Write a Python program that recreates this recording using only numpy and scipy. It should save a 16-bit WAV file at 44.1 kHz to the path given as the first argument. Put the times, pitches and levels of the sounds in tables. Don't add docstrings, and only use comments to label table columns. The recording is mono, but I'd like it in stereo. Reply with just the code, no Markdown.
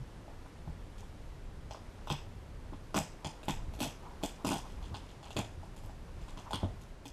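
import sys
import numpy as np
from scipy import signal
from scipy.fft import rfft, irfft, next_fast_len
from scipy.io import wavfile
from scipy.ndimage import uniform_filter1d, map_coordinates

SR = 44100
rng = np.random.default_rng(int(sys.argv[2]) if len(sys.argv) > 2 else 0)


def materialize(psi):
    bounded = np.clip(np.atleast_2d(psi).T, -1, 1)
    quanta = np.round(bounded * 32767).astype(np.int16)
    wavfile.write(sys.argv[1], SR, quanta)


def rack_gain(trim_db):
    fader = np.asarray(trim_db, float)
    return 10 ** (fader / 20)


N = 313992

# (frequency [Hz], level [dB per Hz])
NOISE_COLOUR = [(12, -46), (20, -1), (88, -10.5), (329, -23), (800, -32), (12500, -56.5), (16200, -71),
                (22000, -120)]
# (time [s], level [dB])
RUMBLE_LEVEL = [(0, -46), (.3, -51.5), (.81, -48.5), (2.34, -50.5), (3.37, -51), (3.69, -45), (4.4, -52),
                (4.66, -48), (5.33, -51.5), (5.6, -50), (6.8, -50), (7.12, -52)]
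# (time [s], rustle level [dB])
HAND_PRESSES = [(0, -67), (1.23, -69), (1.47, -80.5), (2.14, -55.5), (2.38, -75.5), (3.77, -58.5),
                (3.94, -54.5), (4.32, -55), (4.6, -54.5), (4.72, -54.5), (5.99, -72), (6.15, -61.5),
                (6.52, -53.5), (6.72, -66), (7.12, -92)]
# (frequency [Hz], level [dB per Hz])
PADDING_COLOUR = [(150, -34), (350, -12), (600, -5.5), (950, 8.5), (1300, -3.5), (2500, -36), (6000, -45)]
# (time [s], peak [dB], pitch [Hz], table-top knock [dB])
BOARD_THUMPS = [(.003, -36, 131.5, -60), (.19, -46, 278, -63), (0.673, -30.5, 158, -47.5),
                (0.678, -31, 75.4, -65), (2.105, -23, 144.3, -34), (2.724, -42, 82, -42),
                (2.947, -31.5, 297, -36.5), (2.96, -29, 203, -30), (2.985, -27.5, 156, -37),
                (3.249, -31.5, 150, -41), (3.482, -26, 151, -31.5), (3.788, -43, 298, -51),
                (3.811, -29, 250, -36), (3.851, -34, 150.5, -38), (4.233, -37.5, 296, -34),
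                (4.445, -27.5, 266, -35.5), (4.47, -34, 95.6, -31), (4.507, -28, 277, -31.5),
                (4.54, -32, 164, -37), (4.91, -31.5, 88, -46.5), (4.939, -43, 83.6, -54),
                (5.033, -41, 86, -62), (5.362, -29, 108.6, -33.5), (5.386, -26, 107.7, -35),
                (5.573, -36.5, 85.5, -58), (5.842, -38, 99.5, -53), (6.368, -39.5, 95, -47.5),
                (6.535, -29.5, 97, -37), (6.63, -21.5, 93.5, -30.5), (7.056, -40.5, 275, -52)]
# (frequency [Hz], level [dB], time to fall 60 dB [s])
TABLE_TOP_MODES = [(202, 5.5, 0.064), (242, -3.5, 0.12), (283.3, 1, 0.093), (335.5, -2.5, 0.082),
                   (476, -8.5, 0.055)]
# (frequency [Hz], level [dB], time to fall 60 dB [s])
TABLE_LEG_MODES = [(70.4, -27, 0.031), (88, 6, 0.12), (121.5, 7, 0.2)]
# (time [s], metal [dB], wood [dB], wood colour [Hz])
STAPLE_JERKS = [(1.7091, -43.5, -35, 750), (2.0721, -45, -32.5, 900), (2.1006, -33.5, -26, 990),
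                (2.9436, -30.5, -24.5, 910), (2.9633, -25, -27.5, 870), (2.9761, -43, -26, 850),
                (3.0026, -50, -39.5, 814), (3.2463, -35.5, -32.5, 820), (3.4826, -31, -25.5, 940),
                (3.4973, -48, -46, 860), (3.7901, -41.5, -43, 620), (3.804, -30, -33, 710),
                (3.8183, -31.5, -32.5, 796), (3.8312, -33.5, -31.5, 900), (3.8495, -48, -36, 634),
                (4.2354, -30.5, -28.5, 870), (4.4473, -33, -27.5, 860), (4.4649, -31.5, -28.5, 940),
                (4.4769, -34, -31.5, 880), (4.4973, -36, -38, 560), (4.508, -36, -32, 1010),
                (4.5162, -30, -25.5, 940), (4.5289, -49, -30, 860), (4.557, -38, -33, 920),
                (4.9432, -42.5, -35, 960), (5.3662, -31.5, -30.5, 720), (5.3885, -44, -28, 870),
                (6.508, -41, -31, 850), (6.5322, -35.5, -26.5, 990), (6.6313, -54.5, -29.5, 780)]
# (time [s], metal [dB], wood [dB])
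LIGHT_TOUCHES = [(.2794, -72, -43.5), (.46, -62, -46.5), (0.6749, -60, -41), (.9817, -48, -58),
                 (1.0293, -61, -46), (1.7462, -54.5, -35), (2.7317, -61, -39), (3.2667, -60, -34),
                 (3.4309, -47, -46), (3.7374, -48.5, -42.5), (4.229, -41, -49), (4.6619, -54, -42.5),
                 (4.6971, -51.5, -52), (4.8275, -52.5, -51), (4.8573, -54.5, -52), (5.0394, -60, -58),
                 (5.09, -54.5, -55), (5.2294, -48.5, -43), (5.2585, -52, -44), (5.3053, -45.5, -39),
                 (5.6316, -55, -42.5), (5.7638, -47, -46), (5.8362, -49.5, -42.5), (5.895, -55, -42),
                 (6.2138, -54, -50), (6.2816, -49.5, -45), (6.3736, -46.5, -40.5), (6.395, -56, -44),
                 (6.8117, -51, -48), (7.055, -41.5, -42)]
# (time [s], claw colour [Hz], claw focus [dB per octave squared],
# claw over steel [dB], steel colour [Hz])
TOOL_GRIPS = [(.98, 3650, 30, -3.5, 7400), (1.708, 4200, 7, -2, 6000), (2.071, 3240, 86, 4, 6700),
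              (2.942, 2730, 10, -5.5, 7300), (3.246, 3220, 15, -1.5, 5740), (3.43, 2860, 5, -0.5, 7900),
              (3.73, 3320, 19, -2, 8300), (4.229, 3400, 27, -3, 7400), (4.446, 3140, 13, -4, 7300),
              (4.495, 3400, 21, -3, 7000), (4.826, 3520, 36, 3.5, 6500), (5.229, 3230, 25, 0, 7300),
              (5.362, 3430, 11, 1, 7600), (5.6, 3400, 25, -8, 7200), (6.21, 3330, 28, 0, 6500),
              (6.508, 3400, 40, -3, 7650), (6.53, 3480, 88, 6, 7500), (6.8, 3300, 20, -5, 7600)]
# (frequency [Hz], width [Hz], level [dB])
STEEL_MODES = [(4990, 350, 1.5), (6070, 630, -2), (7000, 660, -2.5), (7900, 334, -1.5), (8330, 540, -3),
               (10920, 2700, -4.5), (13800, 2600, -4.5)]
# (frequency [Hz], width [Hz], level [dB])
CLAW_MODES = [(1740, 1160, -5), (2540, 153, 2), (2744, 197, 0), (3330, 346, 1.5), (3670, 310, -1),
              (4200, 480, -2), (4700, 300, -6.5)]
# (frequency [Hz], width [Hz], level [dB])
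WOOD_MODES = [(369, 360, 1), (620, 210, 2.5), (850, 240, 2), (1012, 257, 1.5), (1480, 170, 2),
              (1750, 300, -15.5), (1950, 220, -26)]
PATH_DELAYS = [0, .0048, .0136, .0252, .0298]
# (steel [dB], claw [dB], wood [dB])
PATH_LEVELS = [
    (-1, 8.9, 8.5),
    (0, 8.1, 1.7),
    (-10, 9.7, -9),
    (3, 1.8, -9),
    (-14, 0.65, -5),
]
# (level [dB], time to fall 60 dB at the lowest mode [s], build-up [s])
ROOM_TAILS = [
    (-24, 0.4, 0.0069),
    (-16, 0.42, 0.0064),
    (-19.5, 0.42, 0.008),
]
# (frequency [Hz], level [dB])
FAINTEST_KEPT = [(6000, -120), (9000, -107), (11000, -103.5), (13000, -104), (13700, -101), (15000, -97),
                 (15500, -92), (16000, -70)]


def unit(x):
    return x / np.sqrt(np.mean(x ** 2) + 1e-20)


def along(points, hz):
    f, v = np.transpose(points)
    return np.interp(np.log(hz + 1), np.log(f + 1), v)


def filtered(x, response):
    m = next_fast_len(N + SR // 2)
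    return irfft(rfft(x, m) * response(np.fft.rfftfreq(m, 1 / SR)), m)[..., :N]


def wobble(rate):
    knots = rng.standard_normal(int(N * rate / SR) + 4)
    return map_coordinates(knots, [np.arange(N) * rate / SR])


def air():
    split_hz, hiss_db = 231, -65.5
    t = np.arange(N) / SR

    def low(hz):
        return 1 / (1 + (hz / split_hz) ** 2)

    rumble = filtered(rng.standard_normal(N), lambda hz: rack_gain(along(NOISE_COLOUR, hz)) * low(hz) * (hz > 8))
    hiss = filtered(rng.standard_normal(N), lambda hz: rack_gain(along(NOISE_COLOUR, hz)) * (1 - low(hz)))
    rumble_db = np.interp(t, *np.transpose(RUMBLE_LEVEL)) + 2.0 + 2.26 * wobble(3.575)
    lift_db = 0.094 * (np.interp(t, *np.transpose(HAND_PRESSES)) + 61.5)
    hiss_db = hiss_db + 10.0 + lift_db + 0.11 * wobble(6)
    return unit(rumble) * rack_gain(rumble_db) + unit(hiss) * rack_gain(hiss_db)


def hands():
    s, db = np.transpose(HAND_PRESSES)
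    grains = rng.standard_normal(N) * rack_gain(7.0 * wobble(35) + 1.4 * wobble(300))
    rustle = unit(filtered(grains, lambda hz: rack_gain(along(PADDING_COLOUR, hz))))
    return rustle * rack_gain(np.interp(np.arange(N) / SR, s, db) - 5.0)


def rings(modes, t, rise_turns, scatter_db):
    hz, db, t60 = np.transpose(modes)[..., None]
    strength_db = db + scatter_db * rng.standard_normal(hz.shape)
    rise = 1 - np.exp(-t * hz / rise_turns)
    swell = rack_gain(strength_db - 60 * t / abs(t60)) * rise
    return -np.sum(swell * np.sin(2 * np.pi * hz * t), axis=0)


def board():
    out = np.zeros(N + SR)
    t = np.arange(SR // 2) / SR
    for s, db, hz, top_db in BOARD_THUMPS:
        t60 = 0.2 * (hz / 107) ** -0.36
        flex = rings([(hz, db - 2.5, t60)], t, rise_turns=0.64, scatter_db=0)
        top = rack_gain(top_db + 3.0) * rings(TABLE_TOP_MODES, t, rise_turns=1.0, scatter_db=2.0)
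        legs = rack_gain(db - 19.5) * rings(TABLE_LEG_MODES, t, rise_turns=0.5, scatter_db=4.5)
        out[round(s * SR):][:len(t)] += flex + top + legs
    return out[:N]


def contacts():
    jerks, touches = np.array(STAPLE_JERKS), np.array(LIGHT_TOUCHES)
    colour_hz = 860 * 2 ** (0.087 * rng.standard_normal((len(touches), 1)))
    # delay [s], loss in metal [dB], loss in wood [dB], change of colour [Hz]
    catch = [.011, -20, -6.5, 0]
    chance = rng.standard_normal(jerks.shape) * [0.00202, 2.5, 2.5, 40]
    return np.vstack([jerks, np.hstack([touches, colour_hz]), jerks + catch + chance])


def struck(body, part, events, level_db, colour_hz, focus, contact_s, rough, boost_db, scatter_db, soft_hz):
    paths = np.array(PATH_LEVELS)[:, part, None]
    hz, width, db = np.transpose(body)[..., None]
    scatter = scatter_db * rng.standard_normal((len(events), len(body))).T
    share = rack_gain(scatter - focus * np.log2(hz / colour_hz) ** 2)
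    total = np.linalg.norm(share * rack_gain(db) * np.sqrt(width), axis=0)
    size = rack_gain(level_db + boost_db) * share / total

    t = np.arange(SR // 500) / SR
    chance = rng.standard_normal((len(events), len(paths), len(t) + 1))
    push = (1 + rough * chance[..., 1:]) * rack_gain(-60 * t / contact_s)
    push *= rack_gain(paths + 0.36 * chance[..., :1]) / np.linalg.norm(push, axis=2, keepdims=True)
    start = np.round((events[:, None] + PATH_DELAYS) * SR).astype(int)
    at = start[..., None] + np.arange(len(t))
    jolts = [np.bincount(at.ravel(), (push * mode[:, None, None]).ravel(), N + SR)[:N] for mode in size]

    tail_db, t60, rise = ROOM_TAILS[part]
    u = np.arange(SR // 2) / SR
    t60 = t60 * (hz / hz[0]) ** -.5
    decay = rack_gain(2 * (tail_db - 60 * u / t60)) * (1 - np.exp(-u / abs(rise)))
    spread = 1.3 * size ** 2 + 0.2 * np.mean(size ** 2, axis=0)
    energy = [np.bincount(start[:, 0], mode, N) for mode in spread]
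    envelope = np.sqrt(abs(signal.fftconvolve(energy, decay, axes=1)[:, :N]))
    tail = envelope * rng.standard_normal(N) * rack_gain(1.9 * wobble(220))

    sign = (-1) ** np.arange(len(body))[:, None]

    def response(f):
        ring = sign * rack_gain(db) * 1j * f * width / (hz * hz - f * f + 1j * f * width)
        soft = 1 / (1 + 1j * f / soft_hz) ** 2
        return ring * soft

    return filtered(jolts + tail, response).sum(axis=0)


def staples():
    s, metal_db, wood_db, wood_hz = contacts().T
    grips = np.array(TOOL_GRIPS)
    current = np.searchsorted(grips[:, 0], s + .004) - 1
    grip = grips[np.clip(current, 0, None)]
    _, claw_hz, claw_focus, claw_db, steel_hz = grip.T
    steel_hz = steel_hz * 2 ** (0.049 * rng.standard_normal(len(s)))
    steel = struck(STEEL_MODES, 0, s, metal_db, steel_hz, focus=15.7, contact_s=0.0002,
                   rough=2.2, boost_db=52.0, scatter_db=2.4, soft_hz=18800)
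    claw = struck(CLAW_MODES, 1, s, metal_db + claw_db, claw_hz, focus=claw_focus, contact_s=0.00053,
                  rough=1.57, boost_db=49.0, scatter_db=1.9, soft_hz=6500)
    wood = struck(WOOD_MODES, 2, s, wood_db, wood_hz, focus=23.7, contact_s=0.0004,
                  rough=0.61, boost_db=50.5, scatter_db=2.3, soft_hz=1520)
    return steel + claw + wood


def scene():
    return np.tile(air() + hands() + board() + staples(), (2, 1))


def top_cut(x):
    return signal.sosfilt(signal.butter(12, 15780, fs=SR, output="sos"), x)


def record(dry):
    hz, _, z = signal.stft(dry, SR, nperseg=2048)
    patches = uniform_filter1d(rng.standard_normal(z.shape[1:]), size=10, axis=0)
    patches = unit(uniform_filter1d(patches, size=3, axis=1))
    loudness = np.linalg.norm(z[0, 20:], axis=0)
    limit = rack_gain(along(FAINTEST_KEPT, hz)[:, None] + 5 * patches) * (loudness / np.median(loudness)) ** .2
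    kept = signal.istft(z * (abs(z) > limit), SR, nperseg=2048)[1][:, :N]
    drift = rack_gain(-29.5) * wobble(250) + rack_gain(-41.5) * rng.standard_normal(N)
    side = filtered(kept[0] * drift, lambda hz: hz / (hz + 50) * (1.02 + hz / 12000) * (hz < 13500))
    side *= rack_gain(14.2 * wobble(25) - 13)
    return top_cut(kept + side * np.array([[1], [-1]]))


dry = scene()
out = record(dry)
materialize(out)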